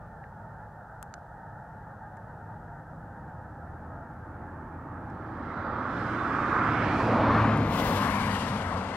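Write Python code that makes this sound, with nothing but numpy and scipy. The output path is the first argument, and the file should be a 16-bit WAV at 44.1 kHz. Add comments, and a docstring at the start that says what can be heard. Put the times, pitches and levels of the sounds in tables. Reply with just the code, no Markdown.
"""A huge flock of geese gabbles far off across still water, thousands of yelps blurred into one bed.
Low hums come and go, a few small ticks sound close by and some nearer geese honk. Then a long road
vehicle comes up from the right, passes close and leaves to the left: its engine note drops with the
Doppler shift, its tyres drone, roar and howl, and a bright hiss like road spray trails behind it."""
import sys
import numpy as np
from scipy import signal
from scipy.fft import rfft, irfft, next_fast_len
from scipy.io import wavfile
from scipy.ndimage import uniform_filter1d, map_coordinates

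SR = 44100
rng = np.random.default_rng(int(sys.argv[2]) if len(sys.argv) > 2 else 0)


def store_wav(level_fs):
    """Save 16-bit WAV to argv[1]."""
    pcm = np.round(np.clip(np.atleast_2d(level_fs), -1, 1) * 32767)
    wavfile.write(sys.argv[1], SR, pcm.T.astype(np.int16))


N = 395136
TIME = np.arange(N) / SR
WINDOW = dict(nperseg=1024, noverlap=768)
HZ, FRAMES, _ = signal.stft(np.zeros(N), SR, **WINDOW)  # f/Hz and t/s grid of the moving filters
HZ = HZ[:, None] + 1

# Tone colour of the far flock and the beds under it: f/Hz, relative level/dB
FLOCK_EQ = [(240, -39), (400, -11), (500, -3.5), (640, -3.5), (700, -2.5), (775, -3.5), (850, 1.5),
            (915, 0.5), (1000, -10), (1100, -11.5), (1290, -5), (1830, -13.5), (2000, -26), (2200, -43.5),
            (4000, -110)]
TRAFFIC_EQ = [(20, -23), (45, -5), (80, -13.5), (105, -0.5), (125, 0.5), (155, -3), (200, -4), (280, -20.5),
              (400, -18.5), (800, -18.5), (1500, -35.5), (2500, -44.5), (6000, -68)]
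AIR_RUMBLE_EQ = [(15, -22), (28, -17.5), (45, 3.5), (65, 2.5), (95, 2.5), (140, -17), (300, -45),
                 (900, -120)]
MIC_HISS_EQ = [(20, 0), (2000, -8.5), (3500, -2), (6000, -3.5), (10000, -6.5), (15500, -10)]
# Low hums: peak t/s, half length/s, f/Hz, glide/(Hz/s), level/dB
LOW_HUMS = [(0.399, 0.64, 104.6, 2.1, -52), (1.526, 0.14, 103.5, 1.3, -48), (3.012, 1.9, 101.9, -1.28, -52),
            (3.304, 3.6, 158.1, 0.56, -55.5), (3.606, 0.89, 500.6, 1.5, -64),
            (4.697, 1.54, 83.4, 1.8, -47.5), (7.62, 0.16, 151.7, -1.8, -35), (8.4, 0.24, 152.5, -4, -49),
            (8.751, .3, 87.5, -1.38, -41)]
# Small contacts: t/s, level/dB, ring f/Hz, 60 dB decay/s, low-pass f/Hz, knock f/Hz, left-right/dB
CLOSE_TICKS = [(0.24, -42, 1810, 0.024, 2400, 1762, -6), (1.0275, -32, 8300, 0.01, 13940, 1304, 6.5),
               (1.14, -33, 6450, 0.014, 7100, 1500, -4), (2.17, -55, 7000, 0.013, 12000, 2090, -5),
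               (5.101, -57, 5400, .012, 9000, 2290, 1), (7.5738, -40.5, 8700, .01, 12700, 1500, 8)]
# Nearer geese: t/s, fundamental level/dB, f/Hz, glide each way/share of pitch
NEAR_HONKS = [(1.76, -75, 970, .08), (1.98, -63, 800, 0.022), (2.71, -63, 760, -.03),
              (3.229, -63, 794, -0.065), (4.18, -59, 790, -0.038)]
# Tone colour of the tyre layers before Doppler shift: f/Hz, relative level/dB
CASING_EQ = [(40, -24), (90, -0.5), (140, -6.5), (210, -1.5), (255, 0), (295, -7), (325, -6.5), (450, -36),
             (1500, -78), (4000, -120)]
TREAD_EQ = [(150, -37.5), (330, -8), (450, 0.5), (620, 0), (850, 0), (1100, -3.5), (1500, -11.5),
            (1900, -37), (3000, -37), (8000, -94)]
PUMPING_EQ = [(900, -24), (1500, -1.5), (1800, -1), (2050, -1.5), (2400, -5.5), (2750, -13.5), (3500, -26),
              (5000, -26), (12000, -84)]
WHEEL_HISS_EQ = [(1500, -29), (2600, 0), (3300, 0.5), (4500, -7), (6000, -15.5), (8000, -21.5),
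                 (10000, -24.5), (12000, -36), (16000, -47)]
# Fader moves of the tyres' upper bands: t/s, groove howl level/dB, air pumping level/dB
TYRE_FADERS = [(4.4, -55, -79), (5.14, -50, -74), (5.61, -37, -67), (5.89, -37, -57), (6.13, -33, -51),
               (6.6, -26.5, -45), (6.86, -33.5, -37), (7.17, -32, -42.5), (7.4, -26, -37.5),
               (7.63, -35.5, -44), (8.1, -25, -38), (8.13, -30.5, -37.5), (8.74, -39.5, -46),
               (8.96, -42.5, -45.5)]
# Engine partials: multiple of the firing rate, relative level/dB
ENGINE_ORDERS = [(.74, -4), (1, 6.5), (1.41, -7.5), (2, 1.5), (2.33, -5.5), (2.67, -3.5), (2.82, -10),
                 (2.97, -15.5)]
# Fader moves of the hiss ahead of the wheels: t/s, dull level/dB, fine level/dB
HISS_FADERS = [(5.0, -87, -92), (5.56, -65, -85), (5.73, -67, -87), (5.98, -59.5, -71),
               (6.88, -57.5, -68.5), (7.01, -52, -61.5), (7.27, -52, -70), (7.38, -50, -63.5),
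               (7.6, -50.5, -60.5)]
# Tone colour of the trailing spray: f/Hz, relative level/dB
SPRAY_EQ = [(1500, -7.5), (2800, 7.5), (4000, 2.5), (5500, -2.5), (7000, -5), (9000, -8.5), (12500, -9),
            (16000, -10)]
# Stereo image of landscape, road and spray: f/Hz, left-right likeness (1 is mono)
FIELD_LIKENESS = [(220, 0.99), (350, 0.86), (600, 0.96), (820, .99), (1200, 0.89), (1800, 0.93),
                  (2500, 0.25), (5000, 0.18), (10000, 0.51)]
ROAD_LIKENESS = [(250, 1), (600, .99), (1200, 0.97), (2400, 0.85), (4800, .75), (7000, 0.62), (10000, .4)]
SPRAY_LIKENESS = [(1500, .75), (4000, 0.63), (6000, 0.39), (8000, 0.57), (11000, 0.96), (15000, 0.94)]
# Shading of the far microphone by a sound fully to one side: f/Hz, near-minus-far level/dB
SHADE_FROM_RIGHT = [(150, 0.5), (300, 1.5), (550, 4.5), (850, 5), (1200, 4), (1700, 6.5), (2400, 8.5),
                    (3400, 10.5), (4800, 15.5), (7000, 24), (10000, 12.5)]
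SHADE_FROM_LEFT = [(100, 0.5), (300, 3), (550, 4.5), (850, 7.5), (1200, 8.5), (1700, 12), (2400, 12),
                   (3400, 12), (4800, 12), (6700, 5.5), (9500, 1.5), (14000, 3.5)]
# Head start of the near microphone for such a sound: f/Hz, phase/rad
LEAD_FROM_RIGHT = [(1000, 0), (2400, 0.45), (4000, .88), (6000, .88), (9000, .22), (12000, 0)]
LEAD_FROM_LEFT = [(120, 0), (500, 0.2), (1200, 0.72), (2000, 1.5), (2800, 0.7), (3500, 3), (5000, 2.5),
                  (7000, 4.3), (9000, 6.5), (11000, 6.5), (15000, 8.5)]


def amp(db):
    return 10 ** (np.asarray(db) / 20)


def unit(x):
    return x / np.sqrt(np.mean(x ** 2) + 1e-20)


def along(points, hz):
    """Read a (f/Hz, value) curve on a log frequency axis."""
    f, v = np.transpose(points)
    return np.interp(np.log(hz + 1), np.log(f + 1), v)


def wobble(rate):
    """Smooth random modulation, rate knots a second."""
    return map_coordinates(rng.standard_normal(int(N * rate / SR) + 4), [TIME * rate])


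def swell(t, s, half_s):
    """A bell-shaped envelope that reaches 1 at time s."""
    return np.exp(-((t - s) / half_s) ** 2)


def filtered(x, response):
    """A static EQ; response gives the gain at each frequency."""
    m = next_fast_len(N + SR // 4)
    return irfft(rfft(x, m) * response(np.fft.rfftfreq(m, 1 / SR)), m)[..., :N]


def swept(x, gain):
    """A moving EQ; gain lies on the HZ by FRAMES grid."""
    spectrum = signal.stft(x, **WINDOW)[2]
    return signal.istft(spectrum * gain, **WINDOW)[1][..., :N]


def spread(pair, eq, likeness, mono_hz=140):
    """Two unrelated signals become a coloured left and right of rms 1, with the bass centred."""
    def mid_side(hz):
        width = np.arccos(np.clip(along(likeness, hz), -1, 1)) / 2 * hz ** 2 / (hz ** 2 + mono_hz ** 2)
        return amp(along(eq, hz)) * [np.cos(width), np.sin(width)]
    mid, side = filtered(pair, mid_side)
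    return unit(np.array([mid + side, mid - side]))


def noise(eq, likeness):
    """Coloured stereo noise of rms 1."""
    return spread(rng.standard_normal((2, N)), eq, likeness)


def honk(t, pitch_hz, length_s, glide, arch, second_db, third_db):
    """A goose's yelp of three harmonics: the pitch arches over while the note swells and dies."""
    progress = np.clip(t / length_s, 0, 1)
    bend = 2 * progress - 1
    hz = pitch_hz * (1 + glide * bend - arch * bend ** 2)
    phase = 2 * np.pi * np.cumsum(hz, axis=-1) * (t[1] - t[0])
    voice = np.sin(phase) + amp(second_db) * np.sin(2 * phase) + amp(third_db) * np.sin(3 * phase)
    return np.sin(np.pi * progress) * voice


def flock(count=2100, pitch_hz=830, length_s=.1, level_db=-47.5):
    """Single yelps stand out of the blur of thousands; the long way over the water takes their treble."""
    step = 5  # the yelps are built at SR / step
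    t = np.arange(SR // (4 * step)) * step / SR
    start = rng.integers(0, N // step + len(t), count)[:, None]
    pitch, length, glide, loudness, side = rng.standard_normal((count, 5)).T[:, :, None]
    lengths_s = np.minimum(length_s * np.exp(.2396 * length), t[-1])
    calls = honk(t, pitch_hz * np.exp(.16 * pitch), lengths_s, .0601 * glide,
                 arch=.1171, second_db=3, third_db=-9)
    calls *= amp(2 * np.minimum(loudness, 1.7))  # capped: no bird of the flock is close
    place = (start + np.arange(len(t))).ravel()
    pair = [np.bincount(place, (calls * w).ravel(), N // step + 2 * len(t))[len(t):] for w in (1, side)]
    pair = signal.resample_poly(pair, step, 1, axis=1)[:, :N]
    yelps = spread(pair, FLOCK_EQ, FIELD_LIKENESS)
    blur = .7 * noise(FLOCK_EQ, FIELD_LIKENESS)
    return amp(level_db) * unit(yelps + blur)


def background(traffic_db=-50, air_db=-59, hiss_db=-78):
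    """The bed: far traffic, hums, rumbling air that the vehicle stirs up, and microphone hiss."""
    traffic = amp(traffic_db + 1.7 * wobble(4.5)) * noise(TRAFFIC_EQ, FIELD_LIKENESS)
    wake = passing(db=-42, abreast_s=7.45, passing_s=.18, falloff=.5)
    rumble = np.hypot(amp(air_db), wake) * noise(AIR_RUMBLE_EQ, FIELD_LIKENESS)
    return traffic + hums() + rumble + amp(hiss_db) * noise(MIC_HISS_EQ, FIELD_LIKENESS)


def hums(throb_db=2, waver_rad=.4):
    """Low hums swell, waver and fade; the loudest swells as the vehicle passes."""
    out = np.zeros(N)
    for s, half_s, hz, glide, db in LOW_HUMS:
        phase = 2 * np.pi * np.cumsum(hz + glide * (TIME - s)) / SR + waver_rad * wobble(7.9)
        out += amp(db + throb_db * wobble(8)) * swell(TIME, s, half_s) * unit(np.sin(phase))
    return out


def ticks(ring_db=-7, crack_db=-3, crack_low_hz=4000, lag_s=.00005):
    """Tiny hard contacts near the microphone: a crack, a brief ring and a dull knock."""
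    out, t = np.zeros((2, N + SR)), np.arange(SR // 20) / SR
    sides = np.array([[.5], [-.5]])
    high_pass = signal.butter(2, crack_low_hz, "high", fs=SR, output="sos")
    for s, db, ring_hz, t60, edge_hz, knock_hz, left_db in CLOSE_TICKS:
        heard = t + sides * np.sign(left_db) * lag_s  # the nearer side leads
        crack = amp(crack_db) * signal.sosfilt(high_pass, rng.standard_normal((2, len(t))))
        ring = amp(ring_db) * np.sin(2 * np.pi * ring_hz * heard)
        knock = np.sin(2 * np.pi * knock_hz * heard)
        decay = amp(db + sides * left_db - 60 * t / t60)
        low_pass = signal.butter(4, edge_hz, fs=SR, output="sos")
        out[:, round(s * SR):][:, :len(t)] += signal.sosfilt(low_pass, decay * (crack + ring + knock))
    return out[:, :N]


def near_geese(length_s=.113):
    """A few closer birds, heard mostly by their second harmonic."""
    out, t = np.zeros(N + SR), np.arange(SR // 4) / SR
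    for s, db, hz, glide in NEAR_HONKS:
        call = honk(t, hz, length_s, glide, arch=.045, second_db=7.5, third_db=-39)
        out[round(s * SR):][:len(t)] += amp(db) * call
    return out[:N]


def direction(t, abreast_s, passing_s):
    """Where a passing thing is: -1 far right, 0 abreast, 1 far left."""
    return (t - abreast_s) / np.hypot(t - abreast_s, passing_s)


def doppler(t, mach=.078, abreast_s=7.7, passing_s=.5):
    """Pitch factor of the vehicle: high while it comes, low once it has gone by."""
    return 1 / (1 + mach * direction(t, abreast_s, passing_s))


def passing(db, abreast_s, passing_s, falloff):
    """Gain of a vehicle part by its distance; in passing_s it travels as far as the road is away."""
    return amp(db) / np.hypot(1, (TIME - abreast_s) / passing_s) ** falloff


def far_off(clear_s, db_per_s):
    """Fade-in: the ground swallows the sound while the vehicle is still far away."""
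    return amp(-db_per_s * np.maximum(clear_s - TIME, 0))


def faders(rows, rise_db_per_s, fall_db_per_s):
    """A gain curve for each level column, fading in before the first row and out after the last."""
    s, *columns = np.transpose(rows)
    fade_db = rise_db_per_s * np.maximum(s[0] - TIME, 0) + fall_db_per_s * np.maximum(TIME - s[-1], 0)
    return [amp(np.interp(TIME, s, db) - fade_db) for db in columns]


def rush(shape, patchy_db, likeness=ROAD_LIKENESS):
    """Road noise of rms 1 with a moving spectrum; the uneven surface gives it patches."""
    patches = uniform_filter1d(rng.standard_normal(shape.shape), 5, axis=0)
    patches = unit(uniform_filter1d(patches, 24, axis=1))
    gain = shape * amp(patchy_db * patches) / np.sqrt(np.mean(shape ** 2, axis=0))
    white = noise([(20, 0), (20000, 0)], likeness)
    return unit(swept(white, gain))


def tyres(pumping_trim_db=1):
    """Casings drone, tread blocks roar, air is pumped out of the tread and the grooves howl."""
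    howl_gain, pumping_gain = faders(TYRE_FADERS, rise_db_per_s=11, fall_db_per_s=30)
    body = casing_drone() + tread_roar()
    pumping = rush(amp(along(PUMPING_EQ, HZ / doppler(FRAMES))), patchy_db=2.2)
    return body + pumping_gain * amp(pumping_trim_db) * pumping + groove_howl(howl_gain)


def casing_drone():
    """The low drone of the tyre casings, heard from far down the road."""
    gain = passing(db=-29, abreast_s=7.44, passing_s=1.37, falloff=2.74)
    shape = amp(along(CASING_EQ, HZ / doppler(FRAMES, mach=.18)))
    return gain * far_off(clear_s=3.9, db_per_s=.5) * rush(shape, patchy_db=.76)


def resonance(centre_hz, width_hz):
    """A steep-sided band-pass, 1 at its centre."""
    return 1 / (1 + ((HZ ** 2 - centre_hz ** 2) / (HZ * width_hz)) ** 2)


def groove_howl(gain, pipe_hz=1185, whine_db=-33, whine_s=8.06, whine_hz=1040, sink_hz_per_s=120):
    """The tread grooves howl like short pipes; behind the wheels this narrows to a sinking whine."""
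    centre_hz = pipe_hz * doppler(FRAMES, mach=.045, abreast_s=6.96, passing_s=.13)
    broad = resonance(centre_hz, width_hz=590) / np.hypot(1, (HZ / 2100) ** 6)
    narrow = resonance(whine_hz - sink_hz_per_s * (FRAMES - whine_s), width_hz=160)
    crossfade = swell(TIME, whine_s, half_s=.39)
    howl = gain * (1 - .65 * crossfade) * rush(broad, patchy_db=1.5)
    whine = amp(whine_db) * crossfade * rush(narrow, patchy_db=-1.4)
    return howl + whine


def engine(firing_hz=105, waver=.00297, throb_db=1.73, jitter_rad=.35, level_db=-29.5, dip_db=13):
    """Exhaust and drive-line orders; higher ones carry farther, and the level dips just past its peak."""
    phase = 2 * np.pi * np.cumsum(firing_hz * doppler(TIME) * (1 + waver * wobble(4))) / SR
    note = np.zeros(N)
    for order, db in ENGINE_ORDERS:
        falloff = 1.444 / order ** .24
        gain = passing(db + throb_db * wobble(5.8), abreast_s=7.616, passing_s=.31, falloff=falloff)
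        note += gain * np.sin(order * phase + jitter_rad * wobble(9))
    dip = swell(TIME, s=7.8, half_s=.22)
    return amp(level_db - dip_db * dip) * far_off(clear_s=5.7, db_per_s=1) * note


def tread_roar(early_db=4, linger_db_per_s=5, gone_s=8.02):
    """The tread blocks' roar swells once on the approach, peaks with each set of wheels and lingers."""
    front = passing(db=-26.5, abreast_s=7.224, passing_s=.21, falloff=.83)
    rear = amp(-31) * swell(TIME, s=7.88, half_s=.16)
    lift_db = early_db * swell(TIME, s=5.71, half_s=.25) + linger_db_per_s * np.maximum(TIME - gone_s, 0)
    gain = np.hypot(front, rear) * amp(lift_db) * far_off(clear_s=6.18, db_per_s=5.5)
    return gain * rush(amp(along(TREAD_EQ, HZ / doppler(FRAMES))), patchy_db=-.3)


def wheel_hiss(crossover_hz=6000, dull_trim_db=1):
    """Hiss runs ahead of the wheels; its dull band arrives first, its fine band later."""
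    dull_gain, fine_gain = faders(HISS_FADERS, rise_db_per_s=20, fall_db_per_s=21)
    shape = amp(along(WHEEL_HISS_EQ, HZ / doppler(FRAMES)))
    dull = rush(shape / np.hypot(1, (HZ / crossover_hz) ** 7), patchy_db=2.4)
    fine = rush(shape / np.hypot(1, (crossover_hz / HZ) ** 7), patchy_db=1)
    return dull_gain * amp(dull_trim_db) * dull + fine_gain * fine


def spray(level_db=-41.5, tail_s=7.7, burst_s=.04, rise_db_per_s=22, fall_db_per_s=3,
          ends_s=8.58, release_s=.11, flutter_db=1.1):
    """A fluttering hiss bursts out as the vehicle's tail goes by, bright at first; it dulls and drops."""
    age = TIME - tail_s
    shielded = (1 - np.tanh(age / burst_s)) / 2
    ended = (1 + np.tanh((TIME - ends_s) / release_s)) / 2
    accent = lambda t: swell(t, s=7.89, half_s=.14)
    ramp_db = rise_db_per_s * np.minimum(age, 0) - fall_db_per_s * np.maximum(age, 0)
    db = level_db + ramp_db - 16 * shielded + 2 * accent(TIME) - 6 * ended
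    cutoff_hz = 14000 * np.exp(-.32 * np.maximum(FRAMES - tail_s, 0))
    sparkle = np.hypot(1, accent(FRAMES) * (HZ / 13000) ** 4)
    shape = amp(along(SPRAY_EQ, HZ)) / np.hypot(1, (HZ / cutoff_hz) ** 7) * sparkle
    return amp(db + flutter_db * wobble(45)) * rush(shape, patchy_db=1, likeness=SPRAY_LIKENESS)


def vehicle(long_wave_hz=150):
    """The whole pass-by pans from right to left; the far microphone is shaded and hears it later."""
    width = HZ ** 2 / (HZ ** 2 + long_wave_hz ** 2)  # long waves bend round to both sides
    bearing = direction(FRAMES, abreast_s=7.306, passing_s=.39) * width
    left_db = bearing * np.where(bearing < 0, along(SHADE_FROM_RIGHT, HZ), along(SHADE_FROM_LEFT, HZ))
    lead_rad = bearing * np.where(bearing < 0, along(LEAD_FROM_RIGHT, HZ), along(LEAD_FROM_LEFT, HZ))
    left = amp(left_db / 2) * np.exp(.5j * lead_rad)
    pan = np.array([left, 1 / left])
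    return swept(tyres() + wheel_hiss() + spray() + engine(), pan / np.abs(pan).mean(axis=0))


def scene():
    """Geese over the water, close ticks and the pass-by, over a quiet bed."""
    return flock() + near_geese() + ticks() + vehicle() + background()


def record(dry, mono_hz=190, top_hz=15800):
    """The close-set microphones hear the bass alike; everything above top_hz is cut."""
    mid = dry.mean(axis=0)
    side = filtered(dry[0] - mid, lambda hz: hz ** 2 / np.hypot(hz ** 2, mono_hz ** 2))
    return filtered(np.array([mid + side, mid - side]), lambda hz: hz < top_hz)


dry = scene()
out = record(dry)
store_wav(out)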